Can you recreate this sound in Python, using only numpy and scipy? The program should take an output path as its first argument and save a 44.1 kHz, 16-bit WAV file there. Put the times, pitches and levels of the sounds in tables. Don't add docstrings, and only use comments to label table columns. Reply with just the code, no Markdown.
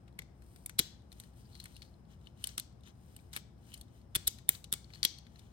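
import sys
import numpy as np
from scipy import signal
from scipy.fft import rfft, irfft, next_fast_len
from scipy.io import wavfile
from scipy.ndimage import map_coordinates

SR = 44100
rng = np.random.default_rng(int(sys.argv[2]) if len(sys.argv) > 2 else 0)


def master_out(mix):
    frames = np.transpose(np.atleast_2d(mix))
    ceiling = np.clip(frames, -1, 1)
    pcm = np.round(ceiling * 32767).astype(np.int16)
    wavfile.write(sys.argv[1], SR, pcm)


N = 243431


def amp(db):
    return 10 ** (np.asarray(db) / 20)


def unit(x):
    return x / np.sqrt(np.mean(x ** 2) + 1e-20)


def along(points, hz):
    f, value = np.transpose(points)
    return np.interp(np.log(hz + 1), np.log(f + 1), value)


def filtered(x, response):
    n = x.shape[-1]
    padded = next_fast_len(n + n // 4)
    return irfft(rfft(x, padded) * response(np.fft.rfftfreq(padded, 1 / SR)), padded)[..., :n]


def resonance(f, hz, width_hz):
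    return 1j * f * width_hz / (hz * hz - f * f + 1j * f * width_hz)


def wobble(rate):
    knots = rng.standard_normal(int(N * rate / SR) + 4)
    return map_coordinates(knots, [np.arange(N) * rate / SR])


def lean(pair, points):
    return filtered(pair, lambda f: amp([0 * f, -along(points, f)]))


def add(track, start_s, sound):
    part = track[..., max(round(start_s * SR), 0):][..., :sound.shape[-1]]
    part += sound[..., :part.shape[-1]]


# pitch_hz, relative density_db [dB per Hz]
RUMBLE_COLOUR = [(20, -43.5), (32, -29), (45, -6.5), (65, -3), (100, -3), (130, -6), (200, -8), (300, -17),
                 (450, -21), (800, -25.5), (1500, -35.5), (2800, -44), (8000, -57.5), (16000, -68)]
# pitch_hz, coherence [0 to 1]
RUMBLE_LIKENESS = [(60, 1), (125, .9), (250, 0.57), (500, 0.19), (1200, 0.083), (8000, .1)]
# [rms, before hum_gain_db]
HUM_PARTIALS = [(62, -63), (120, -67), (344, -76), (694, -84.5), (815, -85)]


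def background(rumble_db=-55.5, hum_gain_db=1, whine_db=-86, whine_hz=5130):
    turn = lambda f: np.arccos(np.clip(along(RUMBLE_LIKENESS, f), -1, 1)) / 2
    colour = lambda f: amp(along(RUMBLE_COLOUR, f)) * [np.cos(turn(f)), np.sin(turn(f))]
    mid, side = filtered(rng.standard_normal((2, N)), colour)
    rumble = unit(np.array([mid + side, mid - side]))

    t = np.arange(N) / SR
    hum = np.zeros(N)
    for hz, db in HUM_PARTIALS:
        level = amp(db + 0.63 * wobble(3)) * np.sqrt(2)
        hum += level * np.sin(2 * np.pi * hz * t + 1.1 * wobble(4.5))

    whine = unit(filtered(rng.standard_normal((2, N)), lambda f: resonance(f, whine_hz, 350) ** 2))
    return amp(rumble_db) * rumble + amp(hum_gain_db) * hum + amp(whine_db) * whine


def friction(slips_per_s, slip_share, alike):
    struck = rng.exponential(size=N)
    sizes = amp(4 * np.minimum(struck, 3)) * (rng.random(N) < slips_per_s / SR)
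    decay = amp(-60 * np.arange(SR // 50) / SR / 0.0086)
    slips = unit(signal.fftconvolve(sizes, decay)[:N])
    share, alike = np.clip([slip_share, alike], 0, 1)
    noise = np.sqrt(alike) * rng.standard_normal(N) + np.sqrt(1 - alike) * rng.standard_normal((2, N))
    return noise * np.sqrt(1 - share + share * slips ** 2)


# middle_s, length_s, scrape_db [panels], swish_db [skin]
HAND_STROKES = [(0.566, 0.21, -84, -69), (1.21, 0.13, -68.5, -69), (1.392, 0.055, -72.5, -67),
                (1.652, 0.32, -69, -67.5), (2.121, 0.048, -68, -73.5), (2.256, 0.091, -74, -78.5),
                (2.471, 0.1, -58.5, -60.5), (2.878, 0.041, -58.5, -69), (3.137, 0.24, -74.5, -71.5),
                (3.363, .04, -53, -54), (3.728, 0.13, -65.5, -65), (3.966, 0.087, -72.5, -74),
                (4.225, 0.11, -68.5, -70), (4.536, 0.052, -57, -56), (4.971, 0.11, -64, -70.5),
                (5.416, 0.18, -70, -75.5)]


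def stroke_level(t, peaks_db, grip_db):
    middle, length = np.transpose(HAND_STROKES)[:2]
    swell = np.exp(-(2 * (t[:, None] - middle) / length) ** 2)
    return np.sqrt(swell @ amp(peaks_db) ** 2 + amp(grip_db) ** 2)


# pitch_hz, relative density_db [dB per Hz]
SKIN_COLOUR = [(500, -23), (2500, -5.5), (5500, -3), (7500, -10.5), (9000, 4), (10500, -14), (11800, -4),
               (13500, -14), (15300, -8.5), (16300, -11.5)]
# pitch_hz, width_hz, relative level_db
BODY_RESONANCES = [(1500, 1500, -8), (3050, 170, 1.5), (3360, 370, -5.5), (4140, 200, -2), (4700, 760, -14),
                   (6500, 1100, -8)]


def body(f):
    return sum((-1) ** k * amp(db) * resonance(f, hz, width)
               for k, (hz, width, db) in enumerate(BODY_RESONANCES))


def rubbing(grip_db=-85):
    _, _, scrape_db, swish_db = np.transpose(HAND_STROKES)
    coarse_t = np.arange(0, N, 64) / SR
    level = lambda db: np.interp(np.arange(N) / SR, coarse_t, stroke_level(coarse_t, db, grip_db))
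    scrape = filtered(friction(slips_per_s=840, slip_share=0.44, alike=0.74), body)
    swish = friction(slips_per_s=500, slip_share=0.29, alike=.93)
    swish = filtered(swish, lambda f: amp(along(SKIN_COLOUR, f)))
    return level(scrape_db) * unit(scrape) + level(swish_db) * unit(swish)


# pitch_hz, t60_s
ROOM_DECAY = [(200, 0.1), (1500, 0.5), (4500, 0.4), (8000, .34), (14000, 0.27)]
# pitch_hz, gain_db [added to wet_db]
ROOM_TONE = [(200, -4.5), (1500, -8.5), (3200, -6.5), (6000, 0.5), (8000, -1.5), (10000, -21), (15000, -7)]


def room(x, wet_db, gap=0.00047):
    out, size = np.zeros((2, N)), SR // 4
    for start in range(0, N, size):
        hz, t, z = signal.stft(rng.standard_normal((2, SR // 2)), SR, nperseg=256)
        decay = amp(-60 * t / along(ROOM_DECAY, hz)[:, None])
        tail = signal.istft(z * decay, SR, nperseg=256)[1]
        tail = tail * (1 - np.exp(-np.arange(tail.shape[1]) / SR / gap))
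        tail = tail / np.linalg.norm(tail[0])
        add(out, start / SR, signal.fftconvolve(x[None, start:start + size], tail, axes=1))
    return amp(wet_db) * filtered(out, lambda f: amp(along(ROOM_TONE, f)))


def loose_contacts(count=36, level_db=-68, follows=0.92, usual_db=-69, scatter_db=3,
                   knock_db=-2, part_db=0, tick_db=-5, part_hz=4100, spread=.08):
    chance = rng.standard_normal((count, 4))
    times = (np.arange(count) + rng.random(count)) / count * N / SR
    scrape_db = np.transpose(HAND_STROKES)[2]
    moving_db = 20 * np.log10(stroke_level(times, scrape_db, grip_db=-79.5)) - usual_db
    return [(s, level_db + follows * move_db + scatter_db * a, knock_db + scatter_db * b,
             part_db, tick_db + scatter_db * c, part_hz * np.exp(spread * d))
            for s, move_db, (a, b, c, d) in zip(times, moving_db, chance)]


# a catch, the snap itself and the part seating, with a low jolt of the toy at its own delay.
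# Knock, ring, tick, catch and seating are relative to level_db; the delays count from start_s.
# start_s, level_db, knock_db, part_ring_db, edge_tick_db, part_pitch_hz, catch_before_s, catch_db,
# seating_after_s, seating_db, jolt_after_s, jolt_db, jolt_pitch_hz
JOINT_SNAPS = [(0.1906, -44, -2, 6, -1.5, 2075, .002, -12, .029, -15, 0.0033, -48.5, 155),
               (0.7912, -22.5, -8.5, -4, 0.5, 3980, 0.0043, -13, .0047, -4, .006, -30.5, 195),
               (2.5798, -35, -7, -13.5, 0, 1240, 0.00158, -6, .011, -10, 0.00064, -47.5, 224),
               (3.3638, -36.5, 0.5, -4, -1, 2260, 0.007, -17.5, .008, -7, 0.0019, -45.5, 198),
               (4.1570, -31, -0.5, -1, 3.5, 3485, 0.0054, -2, .0045, -4, 0.0059, -36, 123),
               (4.2766, -29, -13, -3.5, 6, 3920, 0.004, -4, .0024, -6, .001, -44.5, 81),
               (4.4912, -35, 1.5, -3, 15, 3760, 0.0015, -16, .0005, 0.5, 0.0019, -40.5, 203.3),
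               (4.726, -32, -2, -3, 6, 3610, 0.0051, -16, .011, -5.5, 0.0029, -41, 188),
               (5.0500, -20, -12, -10, -5.5, 3400, 0.0025, -15.5, .0023, -11, 0.0012, -40, 182.6)]
SLIP_S, SLIP_DB = .0035, -16.5
DULLING = .25


def snap_contacts():
    contacts = []
    for s, db, knock_db, part_db, tick_db, hz, catch_s, catch_db, seat_s, seat_db, *_ in JOINT_SNAPS:
        steps = [(-catch_s - SLIP_S, catch_db + SLIP_DB), (-catch_s, catch_db), (0, 0), (seat_s, seat_db)]
        for delay, step_db in steps:
            contacts.append((s + delay, db + step_db, knock_db, part_db, tick_db + DULLING * step_db, hz))
    return contacts


# start_s, level_db, knock_db, part_ring_db, edge_tick_db, part_pitch_hz
PLASTIC_TAPS = [(0.079, -67, 9, -5, -8, 3800), (0.4208, -69, 9.5, -2, 0.5, 4200),
                (0.56, -60.5, 2, -4, 2, 4600), (0.6608, -49.5, -6, -1.5, 12, 2240),
                (0.695, -49, 3.5, -2, 1, 2220), (1.1182, -58, 1, 0, -7, 4160),
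                (1.1262, -57, -6, -10, 1, 4030), (1.1996, -49, -5, -4, 1.5, 3800),
                (1.236, -61, 4.5, -1, -3, 4180), (1.5518, -53.5, -1.5, -4, -16, 4290),
                (1.6006, -47.5, -10, 2.5, -6, 4170), (1.6404, -56, -3, -3, 5, 4180),
                (1.656, -54, 9.5, 1, 3, 4220), (1.7648, -54.5, -13, -0.5, -3, 2820),
                (1.8196, -49.5, -2, -4.5, -14, 4370), (1.8267, -55, -9.5, 2, -20, 4330),
                (1.9404, -75, 1, 7.5, -16, 4180), (2.2709, -58, -5, 7.5, -14.5, 3010),
                (2.4405, -36, -8, 2, 1, 3040), (2.4714, -43, -5.5, -12, 6.5, 4630),
                (2.49, -45.5, -11, -19, -29, 4500), (2.5977, -40, -16, -5.5, 3, 4290),
                (2.8346, -62.5, -14, -5, -12, 3600), (3.164, -56.5, -3, -1, 6.5, 2910),
                (3.19, -68.5, -6, 6, -6, 2350), (3.3308, -49, -2.5, -9, -2, 3840),
                (3.3352, -46, 0, -9, -3, 3500), (3.7402, -47, -20, -7, 2, 2970),
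                (3.776, -61.5, -2, -3, 4.5, 4600), (3.812, -52.5, -16, -6, 2.5, 4290),
                (4.3854, -56, 1.5, -1, -6, 4060), (4.4855, -54, 3, 4.5, -11.5, 3550),
                (4.5517, -55, -21.5, 3.5, -21, 4000), (4.6421, -46.5, -9.5, -2, -5, 3940),
                (4.844, -62, -16, 7, -20, 4370), (4.9034, -63, 5, 4, -19, 2220),
                (4.936, -50, -5, -2, -26, 4180), (4.956, -56, 1.5, 0, -9, 4350),
                (5.0303, -25.5, -9, -3, -11, 4730), (5.0396, -38, -1, -9.5, -0.5, 4530),
                (5.1851, -53, -20, 3.5, -7, 4340), (5.267, -60, 2, -3, -26, 3470),
                (5.3583, -62.5, 5, 2, -16, 4120), (5.393, -55, -9.5, -13, -6.5, 3450)]


def toy_contacts():
    return snap_contacts() + PLASTIC_TAPS + loose_contacts(count=36)


def click_sized(sound):
    span = .005 * SR
    return sound * np.sqrt(span / np.sum(sound ** 2, axis=1, keepdims=True))


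def ring(hz, width_hz, crack_t60, ring_t60, ring_db, alike, attack):
    t = np.arange(SR // 20) / SR
    near, other = rng.standard_normal((2, len(t)))
    alike = np.clip(alike, 0, 1)
    blow = np.array([near, alike * near + np.sqrt(1 - alike ** 2) * other])
    decay = amp(-60 * t / crack_t60) + amp(ring_db - 60 * t / ring_t60)
    blow = blow * decay * (1 - np.exp(-t / attack))
    return click_sized(filtered(blow, lambda f: resonance(f, hz, width_hz) ** 2))


def tones(modes, scatter_db):
    t = np.arange(SR // 20) / SR
    hz, db, t60 = np.transpose(modes)[:, :, None]
    phase = rng.uniform(0, 2 * np.pi, hz.shape) + 0.11 * rng.standard_normal((2, *hz.shape))
    size = amp(db + scatter_db * rng.standard_normal(hz.shape) - 60 * t / t60)
    ringing = np.sum(size * np.sin(2 * np.pi * hz * t + phase), axis=1)
    return click_sized(ringing * (1 - np.exp(-t / 0.00051)))


# pitch_hz, relative level_db, t60_s
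SHELL_MODES = [(2225, -11, 0.048), (2993, -5, 0.046), (3336, 0, 0.043), (3604, 4.5, 0.026),
               (4130, -6, 0.028), (4250, 0, 0.02), (4890, -13.5, 0.0073), (5600, -10.5, 0.0099),
               (6220, -8.5, 0.077)]
TICK_HZ, TICK_WIDTH_HZ, TICK_RING_DB = 9366, 3800, -11.5
HARD_RISE_HZ, HARD_WIDEN_HZ, HARD_RING_DB = 2920, 3500, -11.5
HARD_TICK_DB, TICK_STEEPNESS = -17, 1.3


def clicks(contacts, part_gain_db, dense_db=-1, shell_db=-6, part_t60=0.013, edge_db=-7, edge_t60=0.0053,
           hard_db=-20, hard_rise=0.00031, softening=0.42):
    out = np.zeros((2, N))
    for s, db, knock_db, part_db, tick_db, part_hz in contacts:
        rise = hard_rise * amp(softening * (hard_db - db - max(0, tick_db)))
        hard = amp(TICK_STEEPNESS * min(db + tick_db - HARD_TICK_DB, 0))
        tick_hz = TICK_HZ + HARD_RISE_HZ * hard

        knock = ring(1800, 2000, crack_t60=0.0064, ring_t60=0.048, ring_db=-18.0, alike=0.64, attack=rise)
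        dense = ring(4035, 3200, crack_t60=0.0031, ring_t60=0.024, ring_db=-11.5, alike=0.22, attack=rise)
        clack = amp(dense_db) * dense + amp(shell_db) * tones(SHELL_MODES, scatter_db=8.5)
        part = tones([(part_hz, 0, part_t60)], scatter_db=0)

        tick = ring(tick_hz, TICK_WIDTH_HZ + HARD_WIDEN_HZ * hard, crack_t60=0.0017, ring_t60=0.016,
                    ring_db=TICK_RING_DB + HARD_RING_DB * hard, alike=1.0, attack=rise)
        edge_modes = [(tick_hz * amp(rng.normal(0, 1.1)), 0, edge_t60) for _ in range(3)]
        tick += amp(edge_db) * tones(edge_modes, scatter_db=6.5)

        click = amp(knock_db - 3.5) * knock + clack
        click += amp(part_db + part_gain_db) * part + amp(tick_db) * tick
        add(out, s, amp(db) * click)
    return out


def jolts(cycles=3.47, attack=0.00021, thud_db=-8):
    out, t = np.zeros((2, N)), np.arange(SR // 8) / SR
    for s, *_, delay, db, hz in JOINT_SNAPS:
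        kick = amp(8.5 - 60 * t * hz / cycles) * (1 - np.exp(-t / attack)) * np.sin(2 * np.pi * hz * t)
        thud = ring(340, 300, crack_t60=0.004, ring_t60=0.066, ring_db=-11.5, alike=0.63, attack=.0007)
        add(out, s + delay, amp(db) * kick)
        add(out, s + delay, amp(db) * amp(thud_db) * thud)
    return out


# middle_s, length_s, level_db, pitch_hz
JOINT_CREAKS = [(1.448, 0.065, -73, 4800), (1.564, 0.051, -62, 4150), (1.635, 0.066, -63, 4250),
                (1.762, 0.027, -61.5, 4160), (1.847, 0.057, -67, 4370), (2.266, .033, -70, 3680),
                (2.863, .025, -63.5, 3520), (3.736, 0.037, -54.5, 2990), (4.951, 0.031, -57, 4320)]


def creaks(slips_per_s=260, width_hz=300):
    out, t = np.zeros((2, N)), np.arange(SR // 3) / SR
    for middle, length, db, hz in JOINT_CREAKS:
        slips = (rng.random(len(t)) < slips_per_s / SR) * amp(3.4 * rng.standard_normal(len(t)))
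        panel = unit(filtered(slips, lambda f: resonance(f, hz, width_hz)))
        swell = np.exp(-2 * ((t - t.mean()) / length) ** 2)
        add(out, middle - t.mean(), amp(db) * panel * swell)
    return out


# pitch_hz, left_minus_right_db
TOY_BALANCE = [(150, 4.5), (900, 11), (2000, 6), (3500, 12), (5500, 11.5), (7500, 3.5), (10000, -0.5),
               (15000, 2)]
# pitch_hz, left_minus_right_db
ROOM_BALANCE = [(30, 3.5), (125, 3), (400, 7.5), (1500, 3), (4400, 9), (8000, 5.5), (11000, 0.5)]


def scene():
    contacts = toy_contacts()
    toy = clicks(contacts, part_gain_db=1.5) + rubbing() + creaks() + jolts()
    lead = .00025
    advance = lambda f: np.exp(2j * np.pi * f * np.array([[0], [lead]]))
    direct = filtered(lean(toy, TOY_BALANCE), advance)
    away = clicks(contacts, part_gain_db=-12)
    echo = room(toy[0], wet_db=-15.5) + room(away[0], wet_db=-16.0) + room(away[1], wet_db=-16.5)
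    return direct + lean(echo + background(), ROOM_BALANCE)


def record(dry, top_hz=16300):
    return filtered(dry, lambda f: 1 / np.sqrt(1 + (f / top_hz) ** 160))


dry = scene()
out = record(dry)
master_out(out)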